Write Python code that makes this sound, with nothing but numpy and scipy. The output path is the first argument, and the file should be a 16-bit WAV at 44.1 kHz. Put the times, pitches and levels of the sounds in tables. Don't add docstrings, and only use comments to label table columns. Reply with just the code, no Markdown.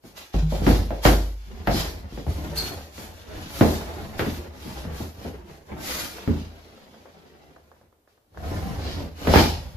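import sys
import numpy as np
from scipy import signal
from scipy.fft import rfft, irfft, next_fast_len
from scipy.io import wavfile
from scipy.ndimage import uniform_filter1d, map_coordinates

SR = 44100
rng = np.random.default_rng(int(sys.argv[2]) if len(sys.argv) > 2 else 0)


def output_pcm(signal):
    pcm = np.clip(np.atleast_2d(signal).T, -1, 1) * 32767
    wavfile.write(sys.argv[1], SR, np.round(pcm).astype(np.int16))


N = 430655


def amp(db):
    return 10 ** (np.asarray(db) / 20)


def unit(x):
    return x / np.sqrt(np.mean(x ** 2) + 1e-20)


def along(points, hz):
    point_hz, value = np.transpose(points)
    return np.interp(np.log(hz + 1), np.log(point_hz + 1), value)


def wobble(rate):
    points = rng.standard_normal(int(N * rate / SR) + 4)
    return map_coordinates(points, [np.arange(N) * rate / SR])


def add(track, start_s, sound):
    part = track[:, round(start_s * SR):][:, :sound.shape[-1]]
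    part += sound[..., :part.shape[-1]]


def filtered(x, response):
    n = x.shape[-1]
    padded = next_fast_len(n + SR // 10, True)
    gain = response(np.fft.rfftfreq(padded, 1 / SR))
    return irfft(rfft(x, padded) * gain, padded)[..., :n]


def causal(spectrum, ring_hz=500, ring_db=0, size=4096):
    hz = np.fft.rfftfreq(size, 1 / SR)
    octaves_away = np.log2((hz + 1) / ring_hz)
    lift_db = ring_db / (1 + (octaves_away / 0.17) ** 2)
    cepstrum = irfft(np.log(amp(along(spectrum, hz) + lift_db)))
    cepstrum[1:size // 2] *= 2
    cepstrum[size // 2 + 1:] = 0
    return irfft(np.exp(rfft(cepstrum)))


# pitch_hz, side_minus_mid_db
STEREO_WIDTH = [(35, -15), (80, -26.5), (170, -5), (350, -9.5), (700, -3), (1300, 0.5), (14000, -0.5)]


def diffuse(size):
    mid, side = rng.standard_normal((2, size))
    side = filtered(side, lambda hz: amp(along(STEREO_WIDTH, hz)))
    return np.array([mid + side, mid - side])


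def impact(colour, t60, room_db, room_t60, direct):
    t = np.arange(SR * 3 // 5) / SR
    room = amp(room_db - 60 * t / room_t60) * (1 - np.exp(-t / 0.0041))
    scatter = diffuse(len(t)) * np.hypot(amp(-60 * t / t60), room)
    scatter[:, 0] += direct
    sound = signal.fftconvolve(scatter, colour[None], axes=1)
    return sound / np.sqrt(np.mean(sound[:, :SR // 25] ** 2))


def friction(spectrum, slips, spread_db, t60):
    chance, size = rng.random(N), rng.standard_normal(N)
    slips_here = chance < slips / SR
    grains = slips_here * rng.choice([-1, 1], N) * amp(spread_db * np.clip(size, -2, 2))
    out, step = np.zeros((2, N)), SR // 8
    t = np.arange(step) / SR
    for start in range(0, N, step):
        walls = diffuse(step) * amp(-60 * t / t60)
        add(out, start / SR, signal.fftconvolve(grains[None, start:start + step], walls, axes=1))
    return unit(filtered(out, lambda hz: amp(along(spectrum, hz))))


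def even(x, seconds):
    slow_power = uniform_filter1d(np.mean(x ** 2, 0), int(seconds * SR))
    return x / np.sqrt(np.abs(slow_power) + 1e-6)


SWELL_DB = 20.5


def stroke(start, rise, hold, sag, release):
    t = np.arange(N) / SR - start
    swell_db = SWELL_DB * np.maximum(1 - t / rise, 0) ** 2
    fall_db = sag * np.maximum(t - rise, 0) + release * np.maximum(t - rise - hold, 0)
    return amp(-np.minimum(swell_db + fall_db, 200))


def strokes(rows, sag, release):
    rows = np.array(rows)
    shapes = np.array([stroke(start, rise, hold, sag, release) for start, rise, hold in rows[:, :3]])
    return np.sqrt(amp(rows[:, 3:].T) ** 2 @ shapes ** 2)


# pitch_hz, relative_level_db
STILL_COLOUR = [(25, -7), (75, 4), (150, -10), (400, -3), (900, -13.5), (2000, -23), (8000, -28),
                (14500, -24)]


def still_room():
    return amp(-66.5) * unit(filtered(diffuse(N), lambda hz: amp(along(STILL_COLOUR, hz))))


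# start_s, rise_s, hold_s, swish_db, hiss_db
SLIDES = [(0.02, 0.051, 0.011, -57, -52.5), (0.155, 0.025, 0.0045, -43.5, -44),
          (0.32, 0.028, 0.05, -41.5, -49.5), (0.48, 0.043, 0.12, -42, -44.5),
          (0.63, 0.069, 0.036, -34, -35), (0.9, .07, 0.027, -51.5, -55), (1.025, 0.038, 0.01, -26, -25.5),
          (1.22, 0.35, .3, -53.5, -58.5), (1.675, 0.11, 0.017, -33, -32.5), (2.06, 0.11, 0.036, -49, -53.5),
          (2.23, 0.086, 0.53, -47.5, -47), (2.55, 0.012, 0.12, -41, -35.5), (2.9, 0.11, 0.032, -47.5, -44),
          (3.08, 0.086, 0.12, -53.5, -56.5), (3.26, 0.14, 0.3, -45.5, -48),
          (3.48, 0.14, 0.13, -38.5, -35.5), (3.78, 0.048, 0.46, -47.5, -49.5),
          (4.17, 0.02, 0.17, -42.5, -42.5), (4.5, 0.2, 0.12, -46, -47), (4.89, .11, 0.025, -45.5, -43.5),
          (5.14, 0.1, 0.049, -49.5, -51.5), (5.42, .1, 0.037, -58.5, -57.5), (5.64, 0.043, .08, -61.5, -59),
          (5.79, 0.12, 0.12, -36, -31), (6.08, 0.05, 0.3, -46, -52.5), (6.42, 0.2, 0.95, -56.5, -61.5),
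          (7.5, 0.155, 0.16, -71.5, -71), (8.06, 0.043, 0.0086, -68, -72.5), (8.35, 0.18, .5, -47, -47.5),
          (8.76, 0.11, 0.093, -41.5, -56), (9.14, 0.083, .08, -45, -47), (9.25, 0.15, 0.0068, -24, -28.5),
          (9.56, 0.092, .08, -57, -56)]
# start_s, rise_s, hold_s, level_db
ZIPS = [(0.64, 0.088, .02, -43), (1.69, 0.065, 0.026, -34), (8.78, 0.1, .08, -45), (9.3, 0.077, .03, -28)]
# pitch_hz, relative_level_db
SWISH_COLOUR = [(300, -10), (800, 3), (1300, 1.5), (1900, -0.5), (2700, 2), (3700, 1.5), (4900, -0.5),
                (6500, -6), (8400, -17.5), (12000, -29.5)]
HISS_COLOUR = [(350, -3.5), (750, -5.5), (1300, -3), (1900, -2), (2700, -7.5), (4500, -3), (7000, -5),
               (8400, -13), (10000, -7.5), (12500, -3.5), (14500, -11)]
ZIP_COLOUR = [(1500, -40), (3000, -9), (4000, -0.5), (5100, 1), (6300, -14), (9000, -33)]
SLIDE_SAG_DB_PER_S, SLIDE_RELEASE_DB_PER_S = 10, 105


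def clothes():
    swish_gain, hiss_gain = strokes(SLIDES, SLIDE_SAG_DB_PER_S, SLIDE_RELEASE_DB_PER_S)
    zip_gain, = strokes(ZIPS, SLIDE_SAG_DB_PER_S, SLIDE_RELEASE_DB_PER_S)
    swish = friction(SWISH_COLOUR, slips=2500, spread_db=8, t60=0.11)
    hiss = friction(HISS_COLOUR, slips=5000, spread_db=3.5, t60=0.11)
    zipping = friction(ZIP_COLOUR, slips=4000, spread_db=3.5, t60=0.1)
    flicker = amp(0.46 * wobble(40))
    return flicker * (swish_gain * swish + hiss_gain * hiss + zip_gain * zipping)


# start_s, level_db
CREAKS = [(0.178, -51), (4.772, -46.5), (6.184, -46), (6.777, -56), (6.943, -55), (7.057, -52),
          (7.563, -53), (7.716, -55), (7.813, -60.5), (7.927, -67), (8.076, -63), (8.177, -67.5),
          (8.346, -58.5), (8.374, -44), (8.851, -43)]
# pitch_hz, relative_level_db
CREAK_COLOUR = [(80, -28), (250, -6.5), (600, 6), (1000, 0), (1700, -2.5), (2500, -22.5), (6000, -24),
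                (14000, -56)]
CREAK_HZ, CREAK_SPREAD_OCTAVES = 480, 0.2


def creaks():
    out = np.zeros((2, N))
    for (start_s, level_db), chance in zip(CREAKS, rng.standard_normal(len(CREAKS))):
        pitch_hz = CREAK_HZ * 2 ** (CREAK_SPREAD_OCTAVES * chance)
        colour = causal(CREAK_COLOUR, pitch_hz, ring_db=7)
        add(out, start_s, amp(level_db) * impact(colour, t60=0.035, room_db=-11, room_t60=0.35, direct=8))
    return out


# start_s, level_db
CLINKS = [(2.566, -41.5), (2.574, -29.5), (2.582, -31)]
# pitch_hz, relative_level_db, fall_by_60_db_s
METAL_NOTES = [(4317, 1.5, 0.44), (4720, -1, 0.15), (8640, -12, 0.23), (11900, -12.5, 0.33),
               (13320, -17.5, 0.26)]


def clink():
    out, t = np.zeros((2, N)), np.arange(SR // 2) / SR
    for start_s, level_db in CLINKS:
        scrape = unit(filtered(diffuse(len(t)), lambda hz: hz > 2500))
        add(out, start_s, amp(level_db - 4.0 - 60 * t / 0.085) * scrape)
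        for note_hz, note_db, t60 in METAL_NOTES:
            ring = unit(filtered(diffuse(len(t)), lambda hz: 1 / (1 + ((hz - note_hz) / 100) ** 2)))
            add(out, start_s, amp(level_db + note_db - 60 * t / t60) * ring)
    return out


# start_s, rise_s, hold_s, rumble_db, rub_db
SHIFTS = [(0.1, 0.073, .02, -60, -52), (0.5, 0.17, 0.13, -27.5, -41.5), (1.44, 0.12, .5, -38, -45.5),
          (1.7, 0.1, 0.059, -37.5, -37.5), (2.266, 0.017, 0.015, -25, -44), (2.33, 0.078, 0.33, -35, -37),
          (2.86, 0.22, 0.058, -44.5, -47), (3.2, 0.2, 0.017, -38.5, -38.5), (3.5, 0.12, 0.42, -35.5, -37),
          (4.1, 0.054, 0.31, -40, -41), (4.48, 0.3, 0.22, -38.5, -41), (5.12, 0.12, 0.13, -41, -43.5),
          (5.44, 0.068, 0.022, -51, -46), (5.66, 0.069, 0.31, -42.5, -39), (6.12, 0.063, 0.2, -52, -44),
          (6.38, 0.13, 1, -60.5, -51.5), (7.5, 0.083, 0.25, -62, -63), (8.35, 0.14, 0.48, -30.5, -36),
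          (9.17, 0.062, .03, -38, -38), (9.26, 0.034, 0.089, -24, -28), (9.5, 0.1, .15, -39, -50.5)]
# pitch_hz, relative_level_db
RUMBLE_COLOUR = [(20, -20), (42, -13.5), (62, -0.5), (79, 2.5), (100, -8), (135, -15), (220, -16.5),
                 (600, -99)]
RUB_COLOUR = [(70, -34), (150, -2.5), (220, -5.5), (330, -3.5), (460, -5.5), (800, -9.5), (1150, -19),
              (1900, -21), (3500, -33), (9000, -63.5)]
SHIFT_SAG_DB_PER_S, SHIFT_RELEASE_DB_PER_S = 2, 81


def filling():
    rumble_gain, rub_gain = strokes(SHIFTS, SHIFT_SAG_DB_PER_S, SHIFT_RELEASE_DB_PER_S)
    rumble = even(friction(RUMBLE_COLOUR, slips=550, spread_db=-0.5, t60=0.11), seconds=0.11)
    rub = even(friction(RUB_COLOUR, slips=320, spread_db=4.0, t60=0.17), seconds=0.13)
    return rumble_gain * rumble + rub_gain * rub


# start_s, level_db
ROCKS = [(0.348, -21), (0.425, -15.5), (2.267, -31), (2.498, -32)]
# pitch_hz, relative_level_db, fall_by_60_db_s
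BASE_NOTES = [(156.4, 0.5, 0.37), (182.6, -9, 0.11)]


def rocking():
    out, t = np.zeros((2, N)), np.arange(SR) / SR
    hum = sum(amp(db - 60 * t / t60) * np.sin(2 * np.pi * hz * t) for hz, db, t60 in BASE_NOTES)
    soft_start = 1 - np.exp(-t / 0.008)
    for start_s, level_db in ROCKS:
        add(out, start_s, amp(level_db) * soft_start * hum)
    return out


# pitch_hz, fall_by_60_db_s, build_up_s, upright_bag_db, lying_bag_db
ROOM_MODES = [(50.17, 0.87, 0.014, 1, -12.5), (81, 0.65, 0.012, -9, 0), (162.3, 0.41, 0.022, -11.5, -7.5)]
TOPPLED_S = 3.4


def boom():
    out, t = np.zeros((2, N)), np.arange(SR) / SR
    for hz, t60, rise, upright_db, lying_db in ROOM_MODES:
        wave = np.sin(2 * np.pi * hz * t) * amp(-60 * t / t60) * (1 - np.exp(-t / rise))
        wave = wave / np.abs(wave).max()
        for start_s, _, _, _, boom_db, _ in BLOWS:
            mode_db = upright_db if start_s < TOPPLED_S else lying_db
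            add(out, start_s, amp(boom_db + mode_db) * wave)
    return out


# start_s, thud_db, knock_db, slap_db, boom_db, hollow_note_hz
BLOWS = [(0.038, -46, -52.5, -64.5, -56, 374), (0.341, -28, -33.5, -46, -17, 187),
         (0.522, -32, -30.5, -63.5, -29, 585), (0.618, -28.5, -36, -50, -37, 484),
         (0.666, -14.5, -21.5, -28.5, -14.5, 330), (0.906, -33, -30, -43.5, -40, 580),
         (1.052, -15, -14.5, -19.5, -12.5, 306), (1.673, -23, -22.5, -28.5, -22.5, 720),
         (1.743, -26.5, -49, -48.5, -21.5, 322), (2.123, -41, -51, -60.5, -36, 367),
         (2.175, -36.5, -39, -49.5, -51, 463), (2.266, -32, -38, -52, -36, 184),
         (2.98, -42.5, -44.5, -49.5, -52, 640), (3.61, -12.5, -18.5, -27.5, -18.5, 215),
         (4.194, -29, -27.5, -28.5, -35, 380), (4.262, -26, -42, -43, -28.5, 210),
         (4.651, -38, -51, -67, -48, 257), (4.851, -36.5, -45, -51.5, -31, 190),
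         (5.001, -33.5, -38, -58.5, -38, 364), (5.247, -35, -38, -53, -40, 387),
         (5.719, -36.5, -57, -63, -39, 330), (6.276, -19, -39, -42, -22, 222),
         (8.513, -35, -37, -50, -30.5, 330), (9.003, -36, -40, -52.5, -32.5, 590),
         (9.249, -43, -36.5, -46, -40, 400), (9.272, -24, -22, -31, -17, 275),
         (9.338, -20.5, -16, -22.5, -12.5, 900), (9.358, -15.5, -18, -20, -50, 870)]
# pitch_hz, relative_level_db
THUD_COLOUR = [(25, -29), (60, -7.5), (110, 2), (170, -3.5), (230, 2), (320, -1.5), (450, -12.5),
               (800, -32), (2000, -103.5)]
KNOCK_COLOUR = [(150, -31.5), (320, -0.5), (470, 2), (660, 0), (840, -2.5), (1050, -11.5), (1600, -28.5),
                (4000, -68)]
SLAP_COLOUR = [(500, -27), (1000, 5), (1400, 8), (1900, 5.5), (2700, -1.5), (5000, -10), (8400, -30.5),
               (12500, -15), (14500, -13.5)]


def blows():
    out = np.zeros((2, N))
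    slap = causal(SLAP_COLOUR)
    lead = SR // 70
    for start_s, thud_db, knock_db, slap_db, _, note_hz in BLOWS:
        thud = causal(THUD_COLOUR, note_hz, ring_db=3.5)
        knock = causal(KNOCK_COLOUR, note_hz, ring_db=8.5)
        add(out, start_s, amp(thud_db) * impact(thud, t60=0.22, room_db=-0.5, room_t60=0.4, direct=15))
        add(out, start_s, amp(knock_db) * impact(knock, t60=0.035, room_db=-3.0, room_t60=0.42, direct=10))
        add(out, start_s, amp(slap_db) * impact(slap, t60=0.037, room_db=-2.5, room_t60=0.29, direct=8.9))
        brush = unit(signal.fftconvolve(diffuse(lead), slap[None], axes=1)[:, :lead])
        add(out, start_s - lead / SR, amp(slap_db - 12.5) * np.linspace(0, 1, lead) * brush)
    return out


def scene():
    background = still_room() + clothes() + creaks() + clink()
    return background + filling() + rocking() + boom() + blows()


TOP_HZ = 14750


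def record(dry):
    rounded = dry / (1 + np.abs(dry / 0.95) ** 6) ** (1 / 6)
    return filtered(rounded, lambda hz: hz < TOP_HZ)


dry = scene()
out = record(dry)
output_pcm(out)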